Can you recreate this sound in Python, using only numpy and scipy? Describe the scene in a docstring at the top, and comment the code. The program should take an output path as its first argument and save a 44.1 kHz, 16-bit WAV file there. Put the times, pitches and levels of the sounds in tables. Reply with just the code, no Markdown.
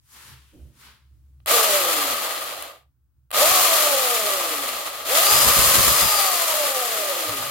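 """Electric chainsaw, three blips

The saw is lifted off a workshop bench, blipped three times without cutting, and set down again.
Each blip spins the chain up and lets it coast: links hum on the sprocket and rattle along the bar,
ringing the housing. At top speed the gears whine, the saw whistles and its draught buffets the
right microphone port."""
import sys
import numpy as np
from scipy import signal
from scipy.fft import rfft, irfft
from scipy.io import wavfile

SR = 44100
rng = np.random.default_rng(int(sys.argv[2]) if len(sys.argv) > 2 else 0)


def output_pcm(signal):
    """Save a mono or channel-first signal as 16-bit PCM at the path in sys.argv[1].

    Samples are clipped to [-1, 1] before scaling.
    """
    pcm = np.clip(np.atleast_2d(signal).T, -1, 1) * 32767
    wavfile.write(sys.argv[1], SR, np.round(pcm).astype(np.int16))


N = 330750
T = np.arange(N) / SR
FREQS = np.maximum(np.fft.rfftfreq(N, 1 / SR), 1)

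# room tone, low rumble and faint air: f/Hz, level/dB
RUMBLE_EQ = [(20, -42), (35, -27.5), (55, -5), (130, -5.5), (200, -22), (300, -20), (450, -34.5),
             (1000, -41)]
AIR_EQ = [(100, 16), (500, -2.5), (1500, 2.5), (3000, -32), (8000, -26), (12500, -14), (16000, 7.5)]
# bass resonances of the room: f/Hz, width/Hz, lift/dB
ROOM_MODES = [(68.3, 9.7, 22), (128, 33, 8.5)]
# two dull handling bumps, then a steady swell of low rumble before the first blip: t/s, hold/s, level/dB
RUMBLE_RISES = [(0.308, .03, -46), (0.62, 0.068, -45), (1.12, .45, -54.5)]
# sleeves and hands brush over bench and saw: t/s, hold/s, level/dB, treble offset/dB
BRUSHES = [(0.16, 0.17, -51.5, -1), (0.833, 0.059, -52, -5), (1.1, .32, -94, -2.5)]
# colour of the brushing and of the saw shifting on the bench: f/Hz, level/dB
BRUSH_EQ = [(120, -35), (200, -7), (311, -17), (387, -13), (671, -19.5), (950, -7), (1560, -5.5),
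            (2130, -8.5), (6880, -9), (12600, -10), (16000, -14.5)]
SHIFT_EQ = [(120, 1), (200, 4), (320, 7), (430, -6), (560, -3), (750, -16), (1500, -29)]
# trigger clicks and chain snaps: t/s, level/dB, treble offset/dB
CLACKS = [(1.402, -49, -22), (1.46, -18, 2.5), (1.514, -6, 1.5), (2.363, -27, 9), (2.411, -27, 10),
          (2.425, -27, 4), (2.441, -22, 4), (2.475, -23, -1), (2.624, -21, 6), (3.306, -27, -3),
          (3.314, -16.5, 0), (3.523, -12, -6)]
# broad colour of chain and bar: f/Hz, level/dB
STEEL_EQ = [(60, -20.5), (160, -17), (250, -14.5), (330, 0), (450, -4.5), (700, 3.5), (1000, -3), (1600, 3),
            (3300, 6.5), (4700, 1), (5700, -5.5), (11000, -5), (13000, -1.5), (16000, -10)]
# resonances of housing and bar: f/Hz, width/Hz, lift/dB
HOUSING_MODES = [(353, 30, -8), (497.5, 24, 10.5), (557.5, 13, 14), (599.6, 33, 6), (668, 41, 4),
                 (784, 16, 0), (820, 33, 3.5), (980, 20, 1), (1115, 200, 9.5), (1178, 49, 7.5),
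                 (1233.4, 26, 9), (1302, 130, 7.5), (1950, 130, 4), (3200, 80, 0), (4190, 83, 5.5),
                 (7280, 1700, 3.5), (8230, 560, -3.5), (9300, 220, 3.5)]
# blips of the trigger: pressed/s, released/s
BLIPS = [(1.458, 1.534), (3.318, 3.529), (5.045, 5.796)]
# the slack chain flaps against the bar: t/s, hold/s, extra knock/dB
FLAPS = [(2.237, 0.029, 1.5), (4.36, .05, 2)]
# harmonics 1-4 of the link rate: relative level at cruising speed/dB, rise per speed doubling/dB
LINK_HARMONICS = [(-8.5, 2), (1, -3), (-3.5, 1), (-20, 1)]
# how well the housing radiates a tone: f/Hz, level/dB
RADIATION = [(170, -26), (230, -19.5), (290, -14.5), (380, -13.5), (470, -6), (560, 4), (680, 0), (800, -1),
             (930, -6), (1060, -4.5), (1180, 4.5), (1300, -5), (1400, -12), (1600, -2), (2200, -24)]
# the strongest puffs of draught on the microphone: t/s, level/dB
PUFFS = [(3.51, -28), (5.356, -19), (5.464, -11), (5.59, -10.5), (5.68, -23), (5.801, -7.5), (5.882, -9.5),
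         (6.04, -10.5)]
# colour of the draught: f/Hz, level/dB
DRAUGHT_EQ = [(20, -25.5), (50, -1), (100, -2), (180, -6.5), (300, -12.5), (600, -11.5), (1500, -48)]
# the coasting saw touches the bench: t/s, hold/s, f/Hz, level/dB
TOUCHES = [(7.29, .02, 107, -35), (7.407, 0.0092, 110, -37), (7.446, .045, 139, -41)]
# balance of the two microphone ports: f/Hz, left minus right/dB
PORT_BALANCE = [(100, 0.09), (380, -2.5), (700, -3.8), (1300, -1), (2400, 1.02), (4200, 1.7), (5000, 2.85),
                (6200, 0.4), (7600, -2), (8400, 2.84), (9200, 8.43), (11000, 6.5), (13000, 4.28),
                (16000, 4.83)]
# how alike the ports sound: f/Hz, correlation (0-1)
PORT_LIKENESS = [(60, 0.81), (300, 0.86), (650, 0.73), (1400, 0.34), (3000, 0.27), (6000, 0), (16000, 0)]

# chain speed is counted in drive links per second (Hz)
CRUISE_HZ, STOPPING_HZ = 200, 24  # reference speed for levels; speed below which the chain fades out
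SPROCKET_TEETH, GEAR_ORDER = 7, 17  # links per sprocket turn; gear mesh cycles per link


def undb(db):
    """Decibels to gain."""
    return 10 ** (np.asarray(db) / 20)


def unit(x):
    """Scale to rms 1."""
    return x / np.sqrt(np.mean(x ** 2))


def unit_mid(pair):
    """Scale a stereo pair so that its centre has rms 1."""
    return pair / np.std(pair.mean(axis=0))


def curve(points, at=FREQS):
    """Read a table of values over frequency, on a log axis."""
    hz, value = np.transpose(points)
    return np.interp(np.log(at), np.log(hz), value)


def bells(modes):
    """EQ curve in dB with one bell per resonance."""
    return sum(db / (1 + (2 * (FREQS - hz) / width) ** 2) for hz, width, db in modes)


def ring(x, db):
    """Minimum-phase EQ: resonances ring on after each blow."""
    cepstrum = irfft(db * np.log(10) / 20, N)
    cepstrum[1:N // 2] *= 2
    cepstrum[N // 2 + 1:] = 0
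    return irfft(rfft(x) * np.exp(rfft(cepstrum)), N)


def split(x, hz=5000):
    """Crossover: the lows and the highs of a sound."""
    low = irfft(rfft(x) / (1 + (FREQS / hz) ** 10), N)
    return low, x - low


def wander(rate_hz):
    """Smooth random modulation with rms 1."""
    knots = rng.standard_normal(N)
    return unit(np.interp(T * rate_hz, np.arange(N), knots))


def lag(x, seconds):
    """Follow a control with the given time constant."""
    keep = np.exp(-1 / (seconds * SR))
    return signal.lfilter([1 - keep], [1, -keep], x)


def stroke(start, hold, rise_db_per_s, fall_db_per_s):
    """Envelope that swells up to its start time, holds at 1, then dies away."""
    before, after = np.maximum(start - T, 0), np.maximum(T - start - hold, 0)
    return undb(-rise_db_per_s * before - fall_db_per_s * after)


def by_speed(hz, db, doubling_db):
    """Gain that is db at cruising speed and grows with each doubling of speed."""
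    return undb(db + doubling_db * np.log2(hz / CRUISE_HZ))


def noise():
    """Two unrelated white noises."""
    return rng.standard_normal((2, N))


def burst(decay_s):
    """A dying spray of noise, different in each channel."""
    t = T[:SR // 2]
    return rng.standard_normal((2, len(t))) * np.exp(-t / decay_s)


def crackle(blows, decay_s):
    """Each blow sets off a short dying spray of noise."""
    return noise() * signal.lfilter([1], [1, -np.exp(-1 / (decay_s * SR))], blows)


def smear(x, tail):
    """Convolve a sound with a stereo tail."""
    return signal.fftconvolve(np.atleast_2d(x), tail, axes=1)[:, :N]


def ports(pair):
    """Two unrelated signals become left and right: alike in the bass, each with its own colour."""
    likeness = np.clip(curve(PORT_LIKENESS), -.99, .99)
    mid, side = rfft(pair) * np.sqrt([1 + likeness, 1 - likeness])
    sign = np.array([[1], [-1]])
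    return irfft((mid + sign * side) * undb(sign * curve(PORT_BALANCE) / 2), N)


def room_tone(rumble_db=-60.5, wander_db=2, air_db=-76):
    """A low rumble in the workshop's modes, with two bumps and a steady swell, under faint air hiss."""
    rumble = unit_mid(ports(ring(noise(), curve(RUMBLE_EQ) + bells(ROOM_MODES))))
    air = unit_mid(ports(ring(noise(), curve(AIR_EQ))))
    rises = sum(undb(db) * stroke(s, hold, rise_db_per_s=200, fall_db_per_s=161)
                for s, hold, db in RUMBLE_RISES)
    bed = undb(rumble_db + wander_db * wander(17))
    return np.hypot(bed, rises) * rumble + undb(air_db) * air


def brushing(grain_db=0.5, rise_db_per_s=215, fall_db_per_s=135, lead_s=.028):
    """Cloth and hands brush over bench and saw; the fine hiss of each stroke leads its body."""
    friction = noise() * undb(grain_db * wander(250))
    body, hiss = map(unit_mid, split(ports(ring(friction, curve(BRUSH_EQ)))))
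    out = 0
    for s, hold, db, treble_db in BRUSHES:
        out += undb(db) * stroke(s, hold, rise_db_per_s, fall_db_per_s) * body
        out += undb(db + treble_db) * stroke(s - lead_s, hold, rise_db_per_s, fall_db_per_s) * hiss
    return out


def grip(slide_db=-64, handle_hz=3000, shift_db=-53):
    """A palm slides onto the plastic handle, then the saw shifts on the bench."""
    palm = unit_mid(ports(ring(noise(), curve(BRUSH_EQ) + bells([(handle_hz, 1300, 9)]))))
    shift = unit_mid(ports(ring(noise(), curve(SHIFT_EQ))))
    palm *= stroke(start=.41, hold=.09, rise_db_per_s=200, fall_db_per_s=61.5)
    shift *= stroke(start=.535, hold=.056, rise_db_per_s=1528, fall_db_per_s=90)
    return undb(slide_db) * palm + undb(shift_db) * shift


def housing(force):
    """Blows and scrapes ring the steel and the housing, heard in stereo."""
    return ports(ring(force, curve(STEEL_EQ) + bells(HOUSING_MODES)))


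def clacks(decay_s=0.002, body_db=-8, snap_db=-3):
    """The trigger clicks and the slack chain slaps the bar: a knock with a bright snap on top."""
    blows, snaps = np.zeros((2, N))
    for s, db, treble_db in CLACKS:
        blows[int(s * SR)] = undb(db + body_db)
        snaps[int(s * SR)] = undb(db + treble_db + snap_db)
    spray = burst(decay_s)
    body = split(smear(blows, spray))[0]
    snap = split(smear(snaps, spray), hz=7500)[1]
    return housing(body + snap)


def walls(x, t60_s=0.21, predelay_s=.004, wet_db=-11, dull_hz=4500):
    """Short, dull reflections of a cluttered room."""
    tail = burst(t60_s / np.log(1000)) * (T[:SR // 2] > predelay_s)
    tail /= np.sqrt(np.sum(tail ** 2) / 2)
    return undb(wet_db) * split(smear(x, tail), hz=dull_hz)[0]


def chain_speed(pull_hz_per_s=10883, back_emf_hz=77.76, no_load_hz=762.6,
                friction_hz_per_s=185, air_drag_hz=545.6, creep_hz=8):
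    """The motor pulls while the trigger is held, less as it speeds up; friction and air brake it."""
    step = .001
    t = np.arange(0, N / SR, step)
    trigger = sum(np.clip((t - on) / step, 0, 1) * np.clip((off - t) / step, 0, 1) for on, off in BLIPS)
    hz, speeds = 1., []
    for pressed in trigger.tolist():
        pull = pressed * pull_hz_per_s * (1 - hz / no_load_hz) / (1 + hz / back_emf_hz)
        brake = friction_hz_per_s * (1 + (hz / air_drag_hz) ** 2) * hz / (hz + creep_hz)
        hz = max(hz + (pull - brake) * step, 1.)
        speeds.append(hz)
    return np.interp(T, t, speeds)


def chain_rattle(hz, links, scatter_db=2.0, tick_s=0.00061, tick_db=-4,
                 wobble_db=0.49, ripple_db=0.35, flutter_db=0.85, chatter_db=0.5):
    """Links knock on sprocket and nose and scrape along the bar, brighter with speed."""
    # the chain tightens once per sprocket turn
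    tension = undb(wobble_db * np.sin(2 * np.pi * links / SPROCKET_TEETH) + flutter_db * wander(45))
    scrape = noise() * undb(ripple_db * np.cos(2 * np.pi * 2 * links))
    # two rivets per drive link, each seating with its own force
    seats = np.diff(np.floor(2 * links), prepend=0) > 0
    blows = seats * undb(scatter_db * rng.uniform(-2, 2, N))
    force = tension * (unit(scrape) + undb(tick_db) * unit(crackle(blows, tick_s)))
    body, hiss = split(housing(force))
    knock, clatter = split(body, hz=925)
    bar, rattle = split(clatter, hz=1580)
    # the flapping chain strikes the bar in short spells, which its lower resonances answer most
    flaps_db = sum(db * stroke(s, hold, rise_db_per_s=295, fall_db_per_s=128.5) for s, hold, db in FLAPS)
    chatter = undb(chatter_db * wander(70) + flaps_db)
    return (by_speed(hz, db=-28.5, doubling_db=4.5) * unit_mid(knock * chatter)
            + by_speed(hz, db=-27, doubling_db=5.5) * unit_mid(bar * chatter)
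            + by_speed(hz, db=-25, doubling_db=6) * unit_mid(rattle)
            + by_speed(hz, db=-21, doubling_db=8) * unit_mid(hiss))


def link_hum(hz, links, slack_rad=0.4, waver_db=2.5, whip_db=3, stall_hz=128, settle_s=.03):
    """The chain rides the sprocket's corners: harmonics of the link rate, blurred by slack."""
    taut = lag(1 / (1 + (stall_hz / hz) ** 10), settle_s)  # a slow chain only rattles
    doublings = np.log2(hz / CRUISE_HZ)
    tones = [(k, db + rise_db * doublings) for k, (db, rise_db) in enumerate(LINK_HARMONICS, 1)]
    # flat out the chain whips once per sprocket turn, adding a sideband above the second harmonic
    whip = (2 + 1 / SPROCKET_TEETH, whip_db + 80 * np.log10(hz / hz.max()))
    hum = 0
    for k, db in [*tones, whip]:
        phase = 2 * np.pi * k * links + slack_rad * (wander(90) + k * wander(12))
        gain = undb(db + curve(RADIATION, at=k * hz) + waver_db * wander(35))
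        hum += np.sqrt(2) * gain * np.sin(phase)
    pan = undb([[-1.8], [1.6]])
    return taut * by_speed(hz, db=-25.5, doubling_db=3.5) * hum * pan


def cutter_ticks(hz, per_second=30, tick_db=-19, scatter_db=3, ring_s=.0009, slack_hz=190):
    """The slowing chain goes slack and single cutters tick on the bar, harder the faster they travel."""
    hits = rng.random(N) < per_second / SR
    blows = hits * undb(scatter_db * np.clip(rng.standard_normal(N), -2, 2))
    ticks = split(ports(crackle(blows, ring_s)), hz=8000)[1]
    slack = 1 / (1 + (hz / slack_hz) ** 2)
    return undb(tick_db) * hz / CRUISE_HZ * slack * ticks


def gears(hz, links, blur_rad=.6):
    """Near top speed the gear mesh whines and the sprocket's imbalance throbs."""
    mesh_phase = 2 * np.pi * GEAR_ORDER * links
    whine = np.array([np.sin(mesh_phase + blur_rad * wander(240)) * undb(3.3 * wander(34))
                      for _ in range(2)])
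    throb = np.sin(2 * np.pi * links / SPROCKET_TEETH) * undb(3.6 * wander(9.9))
    return by_speed(hz, db=-46, doubling_db=15) * whine + by_speed(hz, db=-80, doubling_db=34) * throb


def whistle(hz, limit_hz=5330, flat_hz=1020, blur_hz=38, level_db=-21, weak_db=-15, waver_db=3.2,
            onset_hz=340, bend_hz=105, best_hz=440, range_hz=60):
    """A thin, unsteady whistle at high chain speeds; its pitch climbs with speed towards a limit."""
    pitch = limit_hz - flat_hz * np.exp(np.minimum((onset_hz - hz) / bend_hz, 1))
    phase = 2 * np.pi * np.cumsum(pitch + blur_hz * wander(300)) / SR
    sweet_spot = np.exp(-((hz - best_hz) / range_hz) ** 4)
    weak_tone = undb(weak_db) / (1 + (onset_hz / hz) ** 20)
    gain = (sweet_spot + weak_tone) * undb(level_db + waver_db * wander(40))
    pan = undb([[2.1], [-2.1]])
    return np.sqrt(2) * gain * np.sin(phase) * pan


def draught(hz, buffet_db=3, gust_db=3, flat_out_db=-19, doubling_db=44, left_db=-15):
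    """Air thrown off the saw grows steeply with speed and buffets the right port in ragged puffs."""
    air = ring(noise() * undb(buffet_db * wander(150)), curve(DRAUGHT_EQ))
    flow = undb(flat_out_db + doubling_db * np.log2(hz / hz.max()) + gust_db * wander(22))
    puffs = sum(undb(db) * stroke(s, 0, rise_db_per_s=420, fall_db_per_s=400) for s, db in PUFFS)
    return unit(air) * np.hypot(flow, puffs) * undb([[left_db], [0]])


def bench_drone(bounce=0.61, waver_db=1.8):
    """Set down still coasting, the saw makes the bench top drone; it bounces on every second cycle."""
    drone = 0
    for s, hold, hz, db in TOUCHES:
        contact = undb(db) * stroke(s, hold, rise_db_per_s=450, fall_db_per_s=217)
        drone += contact * np.sin(2 * np.pi * hz * T) * (1 + bounce * np.sin(np.pi * hz * T))
    pan = undb([[-1.5], [1.5]])
    return np.sqrt(2) * drone * undb(waver_db * wander(50)) * pan


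def gain_control(x, threshold_db=-17, slope=0.77, attack_s=0.04, recover_db_per_s=1):
    """Ducks quickly when the sound above the bass gets loud, and recovers very slowly."""
    above_bass = split(x, hz=400)[1]
    power = lag(np.mean(above_bass ** 2, axis=0), attack_s)
    duck_db = slope * np.maximum(10 * np.log10(power + 1e-18) - threshold_db, 0)
    recovery_db = recover_db_per_s * T
    return x * undb(recovery_db - np.maximum.accumulate(duck_db + recovery_db))


def scene(take_up_s=0.0053, lowering_s=(6.78, 7.43), lowered_db=3.5):
    """The trigger sets the chain's speed, which drives the moving parts; handling and room sit below."""
    hz = chain_speed()
    links = np.cumsum(hz) / SR
    rattle_hz = np.maximum(lag(hz, take_up_s), 1)  # the rattle builds just behind the speed
    moving = 1 / (1 + (STOPPING_HZ / rattle_hz) ** 3)
    parts = (chain_rattle(rattle_hz, links) + cutter_ticks(rattle_hz)
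             + link_hum(hz, links) + gears(hz, links))
    saw = moving * parts + whistle(hz) + clacks()
    saw *= undb(np.interp(T, lowering_s, (0, lowered_db)))  # the nearing bench throws the sound back
    return saw + walls(saw) + draught(hz) + brushing() + grip() + bench_drone() + room_tone()


def record(dry, ceiling=.85, top_hz=15900):
    """The recorder rides its gain, rounds the very loudest peaks and cuts the top."""
    held = gain_control(dry)
    rounded = held / (1 + (held / ceiling) ** 4) ** (1 / 4)
    return signal.sosfilt(signal.ellip(10, .2, 75, top_hz, fs=SR, output="sos"), rounded)


dry = scene()
out = record(dry)
output_pcm(out)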